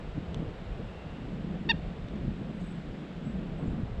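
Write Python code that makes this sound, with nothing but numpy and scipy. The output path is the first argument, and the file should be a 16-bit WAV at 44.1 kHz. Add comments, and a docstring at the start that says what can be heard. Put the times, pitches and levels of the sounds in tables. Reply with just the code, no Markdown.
"""Wind rumbles and buffets at the microphone over a steady outdoor hiss. Then a nuthatch on a close branch
gives one short nasal note; it also ticks faintly as it feeds, and thin, high bird notes sound far off.
The note is a harmonic series from the syrinx, filtered by throat and bill and scattered by the trees.
The ticks are damped modes struck by bill and claws; the wind is turbulence, noise that swells in gusts."""
import sys
import numpy as np
from scipy import signal
from scipy.fft import rfft, irfft
from scipy.io import wavfile
from scipy.ndimage import uniform_filter1d

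SR = 44100
rng = np.random.default_rng(int(sys.argv[2]) if len(sys.argv) > 2 else 0)


def to_wav(sig):
    """Store sig (one row per channel, or 1-D mono) as 16-bit WAV at the path in sys.argv[1].

    Samples outside -1..1 are clipped; the rate is SR.
    """
    pcm = np.clip(np.atleast_2d(sig), -1, 1) * 32767
    pcm = np.round(pcm).astype(np.int16)
    wavfile.write(sys.argv[1], SR, pcm.T)  # frames by channels


N = 176400

# contour of the nuthatch's note: t/s, f/Hz, level/dB
NOTE_CONTOUR = [(1.6894, 880, -42), (1.6917, 878, -30.5), (1.696, 906, -23), (1.702, 934, -21.5),
                (1.706, 915, -21.5), (1.7124, 915, -23), (1.7159, 857, -26), (1.719, 824, -32),
                (1.722, 820, -39.5)]
# responses of throat and bill, and of the echo from the trees: f/Hz, relative level/dB
THROAT_RESPONSE = [(900, -10.5), (1840, -4), (2720, -4), (3700, -4), (4600, -14.5), (5520, -26.5),
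                   (6450, -38.5), (7400, -46), (9200, -60), (10150, -52), (11100, -57), (13000, -68)]
WOODS_RESPONSE = [(900, -17), (1800, -12), (2700, -8.5), (3700, -9.5), (4300, 5), (4650, -10), (5500, -11),
                  (9000, -17)]
# impacts of bill and claws: t/s, level/dB, time constant/s
TICK_IMPACTS = [(0.345, -41, 0.0005), (2.085, -54, 0.0009), (2.1574, -60, 0.0015)]
# modes they ring: nominal f/Hz, relative level/dB
TICK_MODES = [(1000, 4), (3150, 0), (3600, 3.5), (4100, -6), (5900, -9.5), (6400, -10), (7700, -11),
              (13000, -31)]
# spectra of the wind's three layers and of the hiss: f/Hz, relative spectral level/dB
RUMBLE_SPECTRUM = [(8, -21.5), (22, -5.5), (38, 1.5), (70, -3), (105, -6), (170, -14.5), (400, -35.5),
                   (1500, -62), (8000, -120)]
DRONE_SPECTRUM = [(60, -27.5), (115, -19), (150, -2), (173, 0), (203, -4), (240, -9), (320, -14),
                  (500, -25.5), (900, -63), (2500, -66), (8000, -120)]
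RUSH_SPECTRUM = [(120, -5), (300, -3.5), (450, 1.5), (650, -3.5), (900, -12), (1400, -17.5), (3000, -41),
                 (7000, -66), (12000, -100)]
HISS_SPECTRUM = [(200, -11), (600, 5), (1000, -1), (1500, -0.5), (2200, -3.5), (2800, -4.5), (3600, -7.5),
                 (4400, -14.5), (5200, -19), (6000, -24), (6900, -25), (7750, -22.5), (8150, -30),
                 (8700, -36.5), (9700, -37), (10500, -33.5), (12000, -43.5), (14000, -50.5)]
# their envelopes: t/s, level/dB
RUMBLE_ENVELOPE = [(0, -41.5), (.45, -41), (.55, -45.5), (.85, -37), (1.0, -45.5), (1.62, -43.5),
                   (1.76, -39.5), (2.0, -39.5), (2.29, -36), (2.38, -51), (2.92, -41), (3.04, -55.5),
                   (3.27, -44), (3.64, -42.5), (3.71, -36.5), (4.0, -33.5)]
DRONE_ENVELOPE = [(0, -41), (.12, -50.5), (.18, -34.5), (.25, -45.5), (.42, -36), (.56, -51), (.66, -44),
                  (1.0, -50.5), (1.1, -40.5), (1.7, -35.5), (2.05, -45), (2.27, -34), (2.55, -39.5),
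                  (2.92, -37.5), (3.1, -41.5), (3.5, -35.5), (3.74, -35.5), (4.0, -45.5)]
RUSH_ENVELOPE = [(0, -48), (.2, -50), (.42, -44.5), (.6, -48), (1.0, -48), (1.65, -49), (2.0, -49),
                 (2.3, -51), (2.8, -51), (3.3, -51), (3.7, -45), (4.0, -48.5)]
HISS_ENVELOPE = [(0, -53), (.5, -53), (1.1, -53), (2.0, -53.5), (3.0, -53), (4.0, -54.5)]
# eddies at the microphone: t/s, level at the crest/dB, Gaussian width/s, centre f/Hz
EDDIES = [(0.182, -27, 0.0048, 156), (0.371, -28, 0.0023, 149), (0.403, -36, 0.014, 139),
          (0.431, -33.5, .007, 221), (0.481, -34, 0.0079, 78.6), (0.661, -38.5, 0.0095, 78),
          (1.251, -39.5, 0.014, 147), (2.162, -34.5, 0.0054, 168), (2.247, -40, 0.013, 159),
          (2.281, -28.5, 0.0016, 172), (2.293, -27, 0.0025, 90), (2.336, -41, .002, 231),
          (2.415, -33.5, 0.0097, 158), (3.275, -34, 0.015, 184), (3.623, -32.5, 0.0067, 187),
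          (3.674, -28, 0.0041, 173), (3.68, -22, 0.0024, 100), (3.711, -32, 0.0093, 75.4),
          (3.798, -33.5, 0.0044, 236), (3.837, -22.5, 0.002, 108)]
# distant whistles: t/s, duration/s, start f/Hz, end f/Hz, level/dB, rms waver/fraction of pitch
WHISTLES = [(0.724, 0.59, 2750, 2793, -70, 0.035), (2.52, .08, 7950, 8800, -87, .025),
            (2.57, .15, 8700, 8600, -92, .05), (2.598, 0.028, 7570, 6840, -74.5, .06),
            (2.622, 0.1, 8030, 7950, -75, 0.0087), (3.224, 0.074, 7600, 7870, -77, .02),
            (3.567, .055, 7900, 8150, -82, 0.0066), (3.628, .12, 8400, 8800, -91, 0.036),
            (3.664, .018, 7900, 6650, -74.5, .025)]


def nuthatch():
    """Source and filter: the syrinx's harmonics pass throat resonances that fall as the bill closes."""
    jitter, bill_fall = 0.0028, 0.06  # fractions of the pitch and of the resonance frequencies
    dull_per_octave, dull_above_hz = 1.4, 3000  # dB of treble lost for each dB that the effort drops
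    rasp_db, onset_rasp_db, onset_s, fade_s = -42, -10, 0.0018, 0.00047
    times, pitch, level = np.transpose(NOTE_CONTOUR)
    t = np.arange(times[0], times[-1], 1 / SR)
    hz = np.interp(t, times, pitch) * (1 + jitter * drift(400)[:len(t)])
    db = np.interp(t, times, level)
    phase = 2 * np.pi * np.cumsum(hz) / SR
    harmonic = np.arange(1, 16)[:, None]
    octaves_above = np.log2(np.maximum(harmonic * hz / dull_above_hz, 1))
    dull_db = dull_per_octave * (db - db.max()) * octaves_above
    resonance_scale = 1 + bill_fall * np.linspace(.5, -.5, len(t))
    throat_db = level_at(THROAT_RESPONSE, harmonic * hz / resonance_scale)
    tone = unit_rms((amp(throat_db + dull_db) * np.cos(harmonic * phase)).sum(0))
    rasp = colour(rng.standard_normal(N), THROAT_RESPONSE)[:len(t)] * (1 + np.cos(phase))
    onset = (t - t[0]) / onset_s  # the voice is hoarse until the syrinx locks on
    hoarseness = amp(rasp_db) + amp(onset_rasp_db) * onset * np.exp(1 - onset)
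    gate = np.sin(np.pi / 2 * np.clip(np.minimum(t - t[0], t[-1] - t) / fade_s, 0, 1)) ** 2
    note = np.zeros(N)
    add(note, times[0], gate * amp(db) * (tone + hoarseness * rasp))
    near_echo = amp(-24.5) * echoes(note, t60=0.09)
    tree_echo = amp(-31) * echoes(colour(note, WOODS_RESPONSE), t60=0.83)
    return note + near_echo + tree_echo


def feeding_ticks():
    """Impact excitation: each tiny snap at food or bark rings heavily damped modes."""
    t, out = np.arange(2048) / SR, np.zeros(N)
    for start, db, decay in TICK_IMPACTS:
        ring = sum(amp(mode_db) * np.sin(2 * np.pi * hz * rng.uniform(0.92, 1.02) * t)
                   for hz, mode_db in TICK_MODES)
        add(out, start, amp(db) * t / decay * np.exp(1 - t / decay) * ring)
    return out


def wind():
    """Turbulent flow: low rumble, hollow drone and rush swell with the gusts and flutter together."""
    patch_db, flutter_db = 1.5, 0.88
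    rumble = patchy_noise(RUMBLE_SPECTRUM, RUMBLE_ENVELOPE, patch_db)
    drone = patchy_noise(DRONE_SPECTRUM, DRONE_ENVELOPE, patch_db)
    rush = patchy_noise(RUSH_SPECTRUM, RUSH_ENVELOPE, patch_db)
    return (rumble + drone + rush) * unit_rms(amp(flutter_db * drift(49)))


def buffets():
    """Pressure pulses: single eddies strike the microphone as soft thuds of low, band-limited noise."""
    width_octaves = 0.56
    t, hz, out = np.arange(N) / SR, np.fft.rfftfreq(N, 1 / SR), np.zeros(N)
    for crest_s, db, width_s, centre_hz in EDDIES:
        band = np.exp(-.5 * (np.log2((hz + 1) / centre_hz) / width_octaves) ** 2)
        pulse = np.exp(-.5 * ((t - crest_s) / width_s) ** 2)
        eddy = irfft(rfft(rng.standard_normal(N)) * band, N) * pulse
        out += amp(db) * eddy * np.linalg.norm(pulse) / np.linalg.norm(eddy)
    return out


def far_birds():
    """Frequency modulation: thin whistles glide and waver, blurred by scattering from the trees."""
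    out = np.zeros(N)
    for start, length, start_hz, end_hz, db, waver in WHISTLES:
        progress = np.arange(0, length, 1 / SR) / length
        hz = (start_hz + (end_hz - start_hz) * progress) * (1 + waver * drift(300)[:len(progress)])
        whistle = np.sin(np.pi * progress) * np.sin(2 * np.pi * np.cumsum(hz) / SR)
        add(out, start, amp(db) * unit_rms(whistle))
    return out + amp(1) * echoes(out, t60=.35)


def outdoor_hiss():
    """Ambient noise: a broad, nearly stationary spectrum."""
    return patchy_noise(HISS_SPECTRUM, HISS_ENVELOPE, patch_db=-0.03)


def echoes(x, t60, delay_s=0.0036):
    """Reverberation: scattered reflections decay exponentially, by 60 dB in t60 seconds."""
    t = np.arange(SR) / SR
    tail = rng.standard_normal(SR) * amp(-60 * t / t60) * (t > delay_s)
    return signal.fftconvolve(x, tail / np.linalg.norm(tail))[:N]


def patchy_noise(spectrum, envelope, patch_db):
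    """Random modulation: coloured noise follows an envelope and varies in time-frequency patches."""
    _, _, cells = signal.stft(rng.standard_normal(N), SR, nperseg=1024)
    patches = uniform_filter1d(rng.standard_normal(cells.shape), size=8, axis=0)
    patches = unit_rms(uniform_filter1d(patches, size=7, axis=1))
    noise = signal.istft(cells * amp(patch_db * patches), nperseg=1024)[1][:N]
    gain = amp(np.interp(np.arange(N) / SR, *np.transpose(envelope)))
    return gain * unit_rms(colour(noise, spectrum))


def drift(rate_hz):
    """Low-pass noise: a smooth fluctuation of rms 1."""
    hz = np.fft.rfftfreq(N, 1 / SR)
    return unit_rms(irfft(rfft(rng.standard_normal(N)) * np.exp(-(hz / rate_hz) ** 2), N))


def colour(x, spectrum):
    """Linear filtering that conserves the power of white noise."""
    gain = unit_rms(amp(level_at(spectrum, np.fft.rfftfreq(len(x), 1 / SR))))
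    return irfft(rfft(x) * gain, len(x))


def level_at(spectrum, hz):
    """Interpolation of level on a log-frequency axis."""
    f, db = np.transpose(spectrum)
    return np.interp(np.log(hz + 1), np.log(f + 1), db)


def amp(db):
    """Decibels to amplitude ratio."""
    return 10 ** (np.asarray(db) / 20)


def unit_rms(x):
    """Normalisation to rms 1."""
    return x / np.sqrt(np.mean(x ** 2) + 1e-20)


def add(mix, start_s, sound):
    """Superposition of a sound from a given time."""
    part = mix[round(start_s * SR):][:len(sound)]
    part += sound[:len(part)]


def scene():
    """Superposition: birds, wind and hiss sum in one channel."""
    hiss = outdoor_hiss()
    return (nuthatch() + feeding_ticks() + far_birds() + wind() + buffets() + hiss)[None]


def record(dry):
    """Band limiting: a low-pass filter removes the highest treble."""
    cutoff_hz = 13900
    lowpass = signal.firwin(511, cutoff_hz, window=("kaiser", 9), fs=SR)
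    return signal.oaconvolve(dry, lowpass[None], "same")


dry = scene()
out = record(dry)
to_wav(out)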